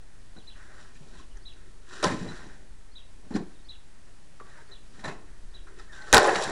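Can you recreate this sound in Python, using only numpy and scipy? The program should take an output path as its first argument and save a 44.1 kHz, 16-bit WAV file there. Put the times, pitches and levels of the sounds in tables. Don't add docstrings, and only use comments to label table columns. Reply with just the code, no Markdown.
import sys
import numpy as np
from scipy import signal
from scipy.fft import rfft, irfft
from scipy.io import wavfile
from scipy.ndimage import uniform_filter1d

SR = 44100
rng = np.random.default_rng(int(sys.argv[2]) if len(sys.argv) > 2 else 0)


def field_ratio(decibels):
    return 10 ** (np.asarray(decibels, dtype=float) / 20)


def wav_record(signal):
    frames = np.transpose(np.atleast_2d(signal))
    bounded = np.clip(frames, -1, 1)
    quanta = np.round(bounded * 32767).astype(np.int16)
    wavfile.write(sys.argv[1], SR, quanta)


N = 287091

# pitch [Hz], width [Hz], level [dB].
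BLADE_MODES = [(431, 37, 0.5), (607, 85, -6.5), (771.5, 23, 0.5), (831, 27, 1.5), (1028, 65, -4),
               (1310, 30, -0.5), (1456, 19, -0.5), (1560, 33, -2.5), (1850, 42, -5), (2500, 230, 3),
               (3890, 180, 3.5), (5690, 300, -1), (7360, 670, -0.5), (9700, 650, 1)]


def in_time(rows, rest=-100):
    s, *columns = np.transpose(rows)
    return [np.interp(np.arange(N) / SR, s, c, left=rest, right=rest) for c in columns]


def rms_one(x):
    return x / np.sqrt(np.mean(x ** 2) + 1e-20)


def band(x, low_hz, high_hz, order=2):
    return signal.sosfilt(signal.butter(order, [low_hz, high_hz], "band", fs=SR, output="sos"), x)


def colour(x, points):
    hz, db = np.transpose(points)
    grid = np.maximum(np.fft.rfftfreq(N, 1 / SR), 1)
    gain = field_ratio(np.interp(np.log(grid), np.log(hz), db))
    return rms_one(irfft(rfft(x) * gain, N))


def drift(rate_hz):
    r = np.exp(-2 * np.pi * rate_hz / SR)
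    noise = rng.standard_normal(N + SR)
    return rms_one(signal.lfilter([1], [1, -2 * r, r * r], noise)[SR:])


def resonate(x, hz, width_hz):
    r = np.exp(-np.pi * width_hz / SR)
    poles = [1, -2 * r * np.cos(2 * np.pi * hz / SR), r * r]
    return signal.lfilter([(1 - r * r) / 2, 0, (r * r - 1) / 2], poles, x + 1e-18)


def yard(x):
    t60_s, tail_db, first_echo_s = 0.38, -16.5, .012
    t = np.arange(SR // 2) / SR
    tail = rng.standard_normal(len(t)) * field_ratio(-60 * t / t60_s) * (t > first_echo_s)
    tail = band(tail, 190, 4100, order=1)
    tail = tail / np.sqrt(np.sum(tail ** 2))
    return x + field_ratio(tail_db) * signal.fftconvolve(x, tail)[:N]


def whistle(rows):
    s, hz, db = np.transpose(rows)
    start = round(s[0] * SR) - 200
    t = np.arange(start, min(round(s[-1] * SR) + 200, N)) / SR
    level = field_ratio(uniform_filter1d(np.interp(t, s, db, left=-100, right=-100), size=90))
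    pitch = uniform_filter1d(np.interp(t, s, hz), size=120)
    out = np.zeros(N)
    out[start:start + len(t)] = level * np.sin(2 * np.pi * np.cumsum(pitch) / SR)
    return out


def hiss():
    # frequency [Hz], density [dB per Hz].
    hiss_spectrum = [(35, -41), (60, -1), (164, -5), (335, -12.5), (366, -17.5), (685, -14.5), (749, -18.5),
                     (819, -15.5), (1460, -20.5), (8550, -24.5), (10900, -28.5), (12500, -33), (16200, -92),
                     (22000, -120)]
    level_db = -59
    return field_ratio(level_db + .4 * drift(2)) * colour(rng.standard_normal(N), hiss_spectrum)


def wind():
    # time [s], level [dB].
    gusts = [(0.0, -55.5), (0.54, -56), (0.94, -57.5), (1.4, -48), (1.89, -55.5), (2.34, -53.5), (2.7, -54),
             (3.06, -54.5), (3.32, -52), (4.26, -59.5), (5.29, -55), (5.44, -48), (5.69, -52.5),
             (5.87, -52.5), (6.02, -56), (6.51, -58)]
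    gust_db, = in_time(gusts, rest=-55)
    rumble = band(band(rng.standard_normal(N), 6.8, 31.3), 9.4, 150, order=1)
    return field_ratio(gust_db + 5.0 + 1.1 * drift(6.4)) * rms_one(rumble)


def effort():
    # time of full strength [s], rise [s], hold [s], fall [s], level [dB].
    # Rise and fall span 20 dB.
    glides = [(.565, 0.026, 0.23, 0.29, -58.5), (1.36, .05, 0.018, .12, -69),
              (1.555, .015, 0.096, 0.17, -65.5), (2.2, .05, 0.17, 0.28, -49), (3.27, 0.06, 0.04, .02, -68),
              (3.52, .08, .01, .04, -64), (4.48, 0.06, 0.14, .05, -57), (4.69, .02, .035, .06, -59),
              (5.29, .08, .02, 0.22, -65), (5.54, 0.022, 0.026, .05, -62), (5.669, .012, 0.025, .12, -61),
              (6.0, 0.16, 0.15, .01, -52.5)]
    grinds = [(0.796, 0.093, .02, 0.15, -55.5), (1.184, 0.26, 0.0075, 0.1, -56),
              (1.934, 0.083, 0.03, 0.17, -45.5), (2.0, .05, 0.029, .01, -48),
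              (5.1, 0.028, 0.026, 0.078, -58.5), (4.995, .006, 0.018, 0.025, -52.5),
              (4.94, .05, .05, .02, -59), (5.791, 0.037, 0.0085, 0.079, -51),
              (5.929, 0.021, 0.022, 0.2, -50.5), (6.09, 0.056, 0.058, .01, -46),
              (6.36, 0.047, 0.069, 0.2, -34), (3.362, 0.034, 0.0025, 0.021, -39),
              (2.05, .02, 0.023, 0.16, -36.5)]
    shoves = [(.376, 0.031, .004, 0.018, -46), (1.01, 0.11, 0.17, 0.16, -52),
              (1.53, 0.18, 0.024, 0.33, -63), (2.066, 0.021, .01, 0.23, -30), (2.2, .05, 0.11, 0.092, -40),
              (2.43, 0.061, 0.022, 0.26, -47.5), (3.24, 0.13, 0.037, .02, -56),
              (3.307, .002, 0.0051, 0.12, -38), (3.365, 0.03, .002, 0.041, -30),
              (3.424, .03, .005, 0.03, -44), (3.68, 0.13, .01, .04, -62), (4.398, .002, .01, 0.088, -47),
              (6.366, .03, .02, 0.12, -49), (6.49, 0.066, 0.0081, 0.043, -30), (4.99, 0.12, .015, .03, -47),
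              (5.042, .002, 0.022, 0.18, -37.5), (6.1285, 0.0019, 0.045, .02, -24)]
    rams = [
        (2.029, 0.0012, 0.025, 0.086, -26.5),
        (5.042, .004, 0.02, 0.022, -37),
        (5.075, 0.062, 0.015, 0.045, -39),
        (6.1285, 0.00089, 0.037, 0.038, -13.5),
        (6.172, .012, 0.0087, 0.0093, -15),
    ]
    stirs = [(.02, .05, 0.13, .08, -74), (.37, 0.053, .01, .15, -63), (1.36, .06, .01, 0.071, -59),
             (1.57, 0.088, 0.24, .05, -60.5), (2.01, 0.21, .01, .02, -48.5),
             (2.03, .001, .003, 0.036, -28.5), (2.3, .2, 0.02, 0.24, -51), (4.695, .03, .02, .04, -56),
             (5.093, 0.059, .01, 0.22, -47), (5.8, 0.58, .01, 0.085, -54), (6.13, 0.00089, 0.17, 0.13, -25),
             (3.366, 0.054, .01, 0.11, -38.5), (6.5, 0.048, .02, .1, -30)]
    sprays = [
        (.955, .02, .015, 0.037, -59.5),
        (1.022, .02, 0.014, .04, -64),
        (1.08, .02, .015, .04, -64),
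        (1.15, .1, 0.054, .06, -62),
        (6.42, 0.015, 0.026, .04, -42),
        (2.15, .05, 0.25, 0.18, -56),
        (5.92, 0.021, .04, .05, -68),
    ]
    ploughs = [
        (6.19, 0.0046, 0.026, 0.091, -23.5),
        (6.25, .04, 0.054, 0.11, -22),
        (6.335, .03, .01, 0.31, -26),
        (6.43, .03, 0.023, 0.14, -33),
        (2.065, .01, .01, 0.055, -29),
        (2.1, .03, 0.019, 0.078, -35),
        (5.085, .02, 0.013, 0.05, -40),
    ]
    # packed-snow thump, blade body,
    # blade edge, ice crunch, bucket hollow [dB; ratio for linger].
    glide_db = [-6.5, -0.5, 1, -6.5, -8]
    grind_db = [-7, -4.5, 0.5, -3.5, -8.5]
    shove_db = [-0.5, -10, -15.5, -20, -17.5]
    ram_db = [-8.5, -0.5, -4.5, -11, -21]
    stir_db = [-40, -40, -40, -50, -2]
    spray_db = [-25, -20, -10, -1.5, -30]
    plough_db = [-22, -1.5, -8, -14, -32]
    shuffle_db = [-70, -80, -73, -101, -70]
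    linger = [1.03, 1.07, 1.045, 1.1, 1.12]

    t = np.arange(0, N + 40, 20) / SR
    power = field_ratio(np.array(shuffle_db))[:, None] ** 2
    movements = [(glides, glide_db), (grinds, grind_db), (shoves, shove_db), (rams, ram_db),
                 (stirs, stir_db), (sprays, spray_db), (ploughs, plough_db)]
    for rows, drive_db in movements:
        for s, rise, hold, fall, db in rows:
            before = np.maximum(s - t, 0) / rise
            after = np.maximum(t - s - hold, 0) / (fall * np.c_[linger])
            loss_db = 20 * np.minimum(before + after, 10)
            power = power + field_ratio(db + np.c_[drive_db] - loss_db) ** 2
    return [np.interp(np.arange(N) / SR, t, 10 * np.log10(part)) for part in power]


def bucket(level_db):
    hollow_hz, width_hz = 365, 86
    hum = resonate(rng.standard_normal(N), hollow_hz, width_hz)
    hum = resonate(hum, hollow_hz, 2 * width_hz)
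    return field_ratio(level_db - 3.0) * rms_one(hum)


def shovel(levels):
    # frequency [Hz], density [dB per Hz].
    crunch_spectrum = [(53, -16), (90, -4), (304, -3), (366, -5), (803, -5), (1160, 0.5), (1870, 3.5),
                       (2210, -4.5), (7310, -19.5), (9960, -29), (12500, -38), (16200, -93), (22000, -120)]
    # time [s], pitch [Hz], level [dB].
    skims = [
        [(5.895, 1850, -55), (5.92, 1760, -48.5), (5.945, 1560, -56), (6.02, 1530, -47), (6.07, 1525, -54),
         (6.125, 1530, -54)],
        [(5.99, 850, -69), (6.03, 840, -53), (6.07, 838, -61), (6.12, 834, -56)],
    ]
    sizes = field_ratio(3 * np.minimum(rng.exponential(1, N), 4)) * rng.choice([-1, 1], N)
    grains_per_s = 8000 * field_ratio(.8 * drift(60))
    grains = sizes * (rng.random(N) < grains_per_s / SR)
    crackle = colour(grains, crunch_spectrum)
    ringing = sum(field_ratio(0.5 * db) * resonate(crackle, hz, 0.73 * width) for hz, width, db in BLADE_MODES)
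    blade = crackle + 0.99 * ringing

    edges_hz = [(65, 427), (400, 1075), (880, 2296), (2300, 21700)]
    trim_db = [-3.0, 0.78, 4.5, 4.5]
    judder = [(2.6, 10.0), (1.0, 15.3), (0.96, 30), (1, 29)]
    out = sum(whistle(rows) for rows in skims) * (1 + .45 * drift(45))
    for level_db, trim, (depth_db, rate_hz), edges in zip(levels, trim_db, judder, edges_hz):
        shake = field_ratio(depth_db * drift(rate_hz))
        out = out + field_ratio(level_db + trim) * shake * rms_one(band(blade, *edges))
    return out


def bites():
    # start [s], peak [dB], crack pitch [Hz], length [ms], blade ring over the crack [dB].
    catches = [(.361, -52.5, 1470, 4.2, 2), (.945, -57, 6540, 2.5, -15), (1.368, -51, 1690, 2.7, -3),
               (1.37, -47.5, 6060, 2.3, -17), (1.536, -48, 4900, 0.61, -15), (2.028, -24, 7000, 0.44, 5),
               (2.03, -29, 3940, 2.5, -9), (2.04, -13.5, 4080, 0.54, -3.5), (2.0438, -14, 4300, 0.5, -7),
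               (2.0543, -26, 3500, 0.29, 3), (2.058, -37, 3700, 0.73, -9), (3.351, -39, 4800, 3.1, -1),
               (3.36, -34, 1680, 3, -8), (4.399, -36.5, 1260, 1, -14), (4.404, -42, 1190, 1.6, -10),
               (4.415, -43, 1150, 2.5, -17), (4.993, -45, 1820, 2.5, 0), (5.039, -31.5, 1810, 5.5, -2),
               (5.038, -36, 3890, 6.6, 4), (5.053, -37, 3860, 3.5, -8), (5.044, -48, 5900, 6, -15),
               (5.048, -47, 7630, 5.3, -15), (5.083, -39, 3000, 0.33, 3), (5.089, -39, 2500, 0.35, -3),
               (5.098, -45, 2200, 0.39, -3), (5.075, -40, 4000, 5.3, 0), (5.092, -47, 2540, 8, -15),
               (5.1, -46, 2100, 9, -15), (5.668, -48.5, 1310, 5.2, -5), (5.791, -45, 1306, 5.0, 5),
               (5.795, -51, 5030, 4.1, -5), (5.921, -51, 6000, 2.4, -12), (5.976, -54, 4500, 4.1, -9),
               (6.019, -39.5, 4370, 2, -16)]
    # start [s], peak [dB], crack pitch [Hz], length [ms], blade ring over the crack [dB].
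    chatter = [(6.1282, 3, 5300, 0.21, -8.5), (6.138, -2.5, 7500, 0.21, -1), (6.144, 1, 3500, 0.53, -11),
               (6.1456, 0, 8700, 0.38, -9), (6.186, -6, 1160, 0.49, -7), (6.154, -15, 7000, 0.79, -13),
               (6.166, -13, 4000, 0.95, -15), (6.1497, -0.5, 7300, 0.17, -6),
               (6.1698, 0.5, 3200, 0.32, -6.5), (6.1805, 1, 4900, 0.19, -10.5),
               (6.197, -25, 6800, 0.45, -2), (6.23, -22, 6200, 1.01, 1), (6.287, -29, 2585, 4, 0),
               (6.353, -24, 4000, 2.8, -18), (6.355, -16.5, 1720, 2.4, -5), (6.423, -23.5, 7500, 0.47, -14),
               (6.437, -28, 4300, 1.5, -6), (6.243, -25, 5700, 1.1, -8), (6.246, -26, 2800, .8, -2),
               (6.269, -30.5, 9700, 1.3, -8), (6.275, -29, 9000, 0.68, -10), (6.297, -35, 9700, 0.84, -8),
               (6.347, -26, 4100, 1.27, -6), (6.361, -29, 6500, .6, -8), (6.424, -26, 4300, 0.92, -7),
               (6.435, -29.5, 7600, 2, -12), (6.498, -31, 8000, .6, -12), (6.359, -25, 5100, 0.73, -12),
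               (6.358, -25, 2500, 1.5, -10), (6.44, -29, 8000, .8, -10), (6.215, -33, 3700, 1.8, -6),
               (2.029, -21, 1023, 7.5, -28)]
    out, kicks = np.zeros(N + SR), np.zeros(N)
    ms = np.arange(2000) * 1000 / SR
    for s, db, hz, length, ring_db in catches + chatter:
        burst = rng.standard_normal(len(ms)) * ms * np.exp(-ms / length)
        width_hz = min(0.2 * hz / length, 6000)
        crack = resonate(burst, hz, width_hz) + 0.048 * burst / length ** 2
        crack = band(crack, 49, min(1.72 * hz, 18000))
        out[round(s * SR):][:len(ms)] += field_ratio(db) * crack / np.abs(crack).max()
        kicks[round((s + length / 1000) * SR)] = field_ratio(db + ring_db)
    ringing = np.zeros(N)
    for k, (hz, width, db) in enumerate(BLADE_MODES):
        ringing += field_ratio(db) / width * (-1) ** k * resonate(kicks, hz, width)
    return out[:N] + 1200 * ringing


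def thuds():
    # start [s], peak [dB], pitch [Hz].
    lumps = [(0.362, -38.5, 307), (1.01, -37, 145), (1.56, -44, 304), (2.043, -8, 420), (2.06, -25, 200),
             (3.307, -33, 320), (3.309, -25.5, 234), (3.322, -31, 277), (3.346, -24, 215),
             (3.3504, -13, 209), (3.3612, -13.5, 283), (3.371, -27, 397), (3.381, -30, 380),
             (3.39, -32, 332), (3.406, -21, 206), (3.423, -30, 330), (4.41, -32, 418)]
    # start [s], peak [dB], pitch [Hz].
    jolts = [
        (2.048, -51, 69.5),
        (6.131, -19.5, 48.3),
        (6.164, -25, 80.5),
        (6.142, -22, 130),
        (6.19, -27.5, 200),
        (6.357, -30, 200),
        (6.372, -30, 194),
        (6.388, -31, 190),
    ]
    out, t = np.zeros(N + SR), np.arange(SR // 4) / SR
    for s, db, hz in lumps + jolts:
        envelope = np.exp(-t * hz / 1.23) * np.minimum(t / 0.0029, 1)
        out[round(s * SR):][:len(t)] += field_ratio(db) * np.sin(2 * np.pi * hz * t) * envelope
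    return out[:N]


def birds():
    # main note [s], level [dB], last note over usual [dB], pitch ratio.
    chirps = [
        (.468, -51.5, 1, 1),
        (1.452, -49.5, 0.5, 0.99),
        (2.952, -49.5, -3, 0.97),
        (3.685, -47, -3, 0.99),
        (4.711, -52.5, 0, 1.001),
        (5.538, -53.5, -0.5, 0.98),
    ]
    # time from the main note [s], pitch [Hz], level [dB].
    phrase = [
        [(-.038, 4250, -15), (-.024, 4470, -14), (-.008, 5360, -16)],
        [(0, 3295, -11), (.004, 3695, 0), (.009, 4126, 5), (.013, 4092, 5.5), (.024, 3800, 5.5),
         (.028, 4150, 3), (.031, 3550, 3), (.034, 3100, -14)],
        [(.033, 2720, -6), (.038, 2880, -10), (.044, 3440, -7), (.052, 3464, -1), (.06, 3110, -12),
         (.076, 2620, -9)],
    ]
    # time [s], pitch [Hz], level [dB].
    far_slurs = [
        [(.365, 3470, -62), (.372, 4030, -52), (.377, 4070, -64), (.385, 4070, -52), (.395, 3750, -57),
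         (.401, 3100, -60)],
        [(.402, 3500, -56), (.412, 3300, -61), (.428, 2700, -63)],
        [(.555, 2800, -66), (.565, 3100, -69), (.59, 2550, -67)],
        [(1.14, 4400, -62), (1.16, 4000, -65), (1.18, 3370, -67)],
        [(1.2, 4000, -60), (1.217, 3500, -67), (1.243, 2500, -65)],
        [(1.31, 3100, -66), (1.325, 2880, -63), (1.34, 2770, -72)],
        [(2.285, 3950, -49), (2.295, 4020, -49.5), (2.312, 3890, -49)],
        [(3.34, 4100, -47), (3.35, 4200, -47), (3.37, 3920, -64)],
        [(3.545, 4100, -64), (3.56, 3700, -66), (3.575, 3500, -71)],
        [(3.59, 3900, -63), (3.6, 3700, -64.5), (3.615, 3530, -69)],
        [(5.92, 3460, -79), (5.93, 3660, -51), (5.945, 3580, -55)],
    ]
    warble_hz, warble_depth = 135, 0.44
    t = np.arange(N) / SR
    tremble = 1 + warble_depth * np.sin(2 * np.pi * warble_hz * t + 1.5 * drift(8))
    calls = tremble * sum(whistle(rows) for rows in far_slurs)
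    for s, db, last_db, ratio in chirps:
        for k, note in enumerate(phrase):
            last = k == len(phrase) - 1
            placed = np.array(note) * [1, ratio, 1] + [s, 0, db + last_db * last]
            calls = calls + whistle(placed) * (tremble if last else 1)
    calls = calls * (1 + 0.23 * drift(180))
    echoes = [(.009, -18), (.016, -14), (.024, -18), (.038, -20)]
    walls = sum(field_ratio(db) * np.roll(calls, round(s * SR)) for s, db in echoes)
    return calls + walls + field_ratio(3.5) * (yard(calls) - calls)


def flares():
    # time of full strength [s], peak [dB], pitch [Hz].
    snags = [(2.034, -27, 602), (2.038, -31.5, 1270), (2.043, -33, 1514), (2.047, -30, 837),
             (2.053, -26, 565), (2.06, -31, 942), (2.067, -27, 200), (2.071, -32, 530), (2.091, -39, 1060),
             (2.098, -29, 188), (2.108, -39, 1060), (2.115, -36, 443), (2.123, -32, 209),
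             (2.216, -33.5, 156), (2.23, -33, 180), (2.25, -44, 450), (2.272, -35, 100), (2.29, -37, 156),
             (2.31, -37.5, 173), (3.36, -41.5, 1560), (3.364, -38.5, 753), (3.403, -47, 707),
             (5.056, -43, 1343), (5.062, -38, 572), (5.063, -41, 1720), (5.076, -38, 800),
             (5.085, -39, 974), (5.089, -39, 778), (5.098, -42, 400), (5.128, -45, 700), (6.134, -19, 1720),
             (6.14, -17.5, 1530), (6.142, -20, 1340), (6.143, -22, 613), (6.149, -19, 790),
             (6.151, -19, 1850), (6.165, -14, 439), (6.168, -13.5, 788), (6.172, -16, 1446),
             (6.177, -17, 747), (6.181, -18.5, 1341), (6.202, -20.5, 606), (6.219, -26, 1563),
             (6.222, -17.5, 602), (6.225, -24, 810), (6.232, -24, 452), (6.244, -22.5, 818),
             (6.27, -23, 435), (6.276, -19.5, 562), (6.283, -26, 1690), (6.292, -23, 378),
             (6.296, -20, 778), (6.316, -27, 371), (6.323, -24, 696), (6.334, -23.5, 408), (6.41, -29, 560),
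             (4.59, -54, 917), (1.155, -56, 1000), (1.2, -55, 1060), (.965, -54, 1810)]
    swell_s = .0055
    out, t = np.zeros(N + SR), np.arange(SR // 16) / SR
    swell = t / swell_s * np.exp(1 - t / swell_s)
    for (s, db, hz), turn in zip(snags, rng.random(len(snags))):
        ring = np.sin(2 * np.pi * (hz * t + turn))
        out[round((s - swell_s) * SR):][:len(t)] += field_ratio(db) * swell * ring
    return out[:N] * (1 + .3 * drift(150))


def scene():
    *blade_db, hollow_db = effort()
    work = bucket(hollow_db) + shovel(blade_db) + bites() + thuds() + flares()
    return (hiss() + wind() + yard(work) + birds())[None]


def low_pass(x):
    return signal.sosfilt(signal.butter(12, 17090, fs=SR, output="sos"), x)


def record(dry):
    ceiling, offset = .7, -.0114
    soft = signal.sosfilt(signal.cheby2(10, 60, 12800, fs=SR, output="sos"), dry)
    loud = soft / (1 + (soft / ceiling) ** 40) ** (1 / 40)
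    loud = signal.sosfilt(signal.cheby2(10, 50, 16700, fs=SR, output="sos"), loud)
    return low_pass(loud + offset)


dry = scene()
out = record(dry)
wav_record(out)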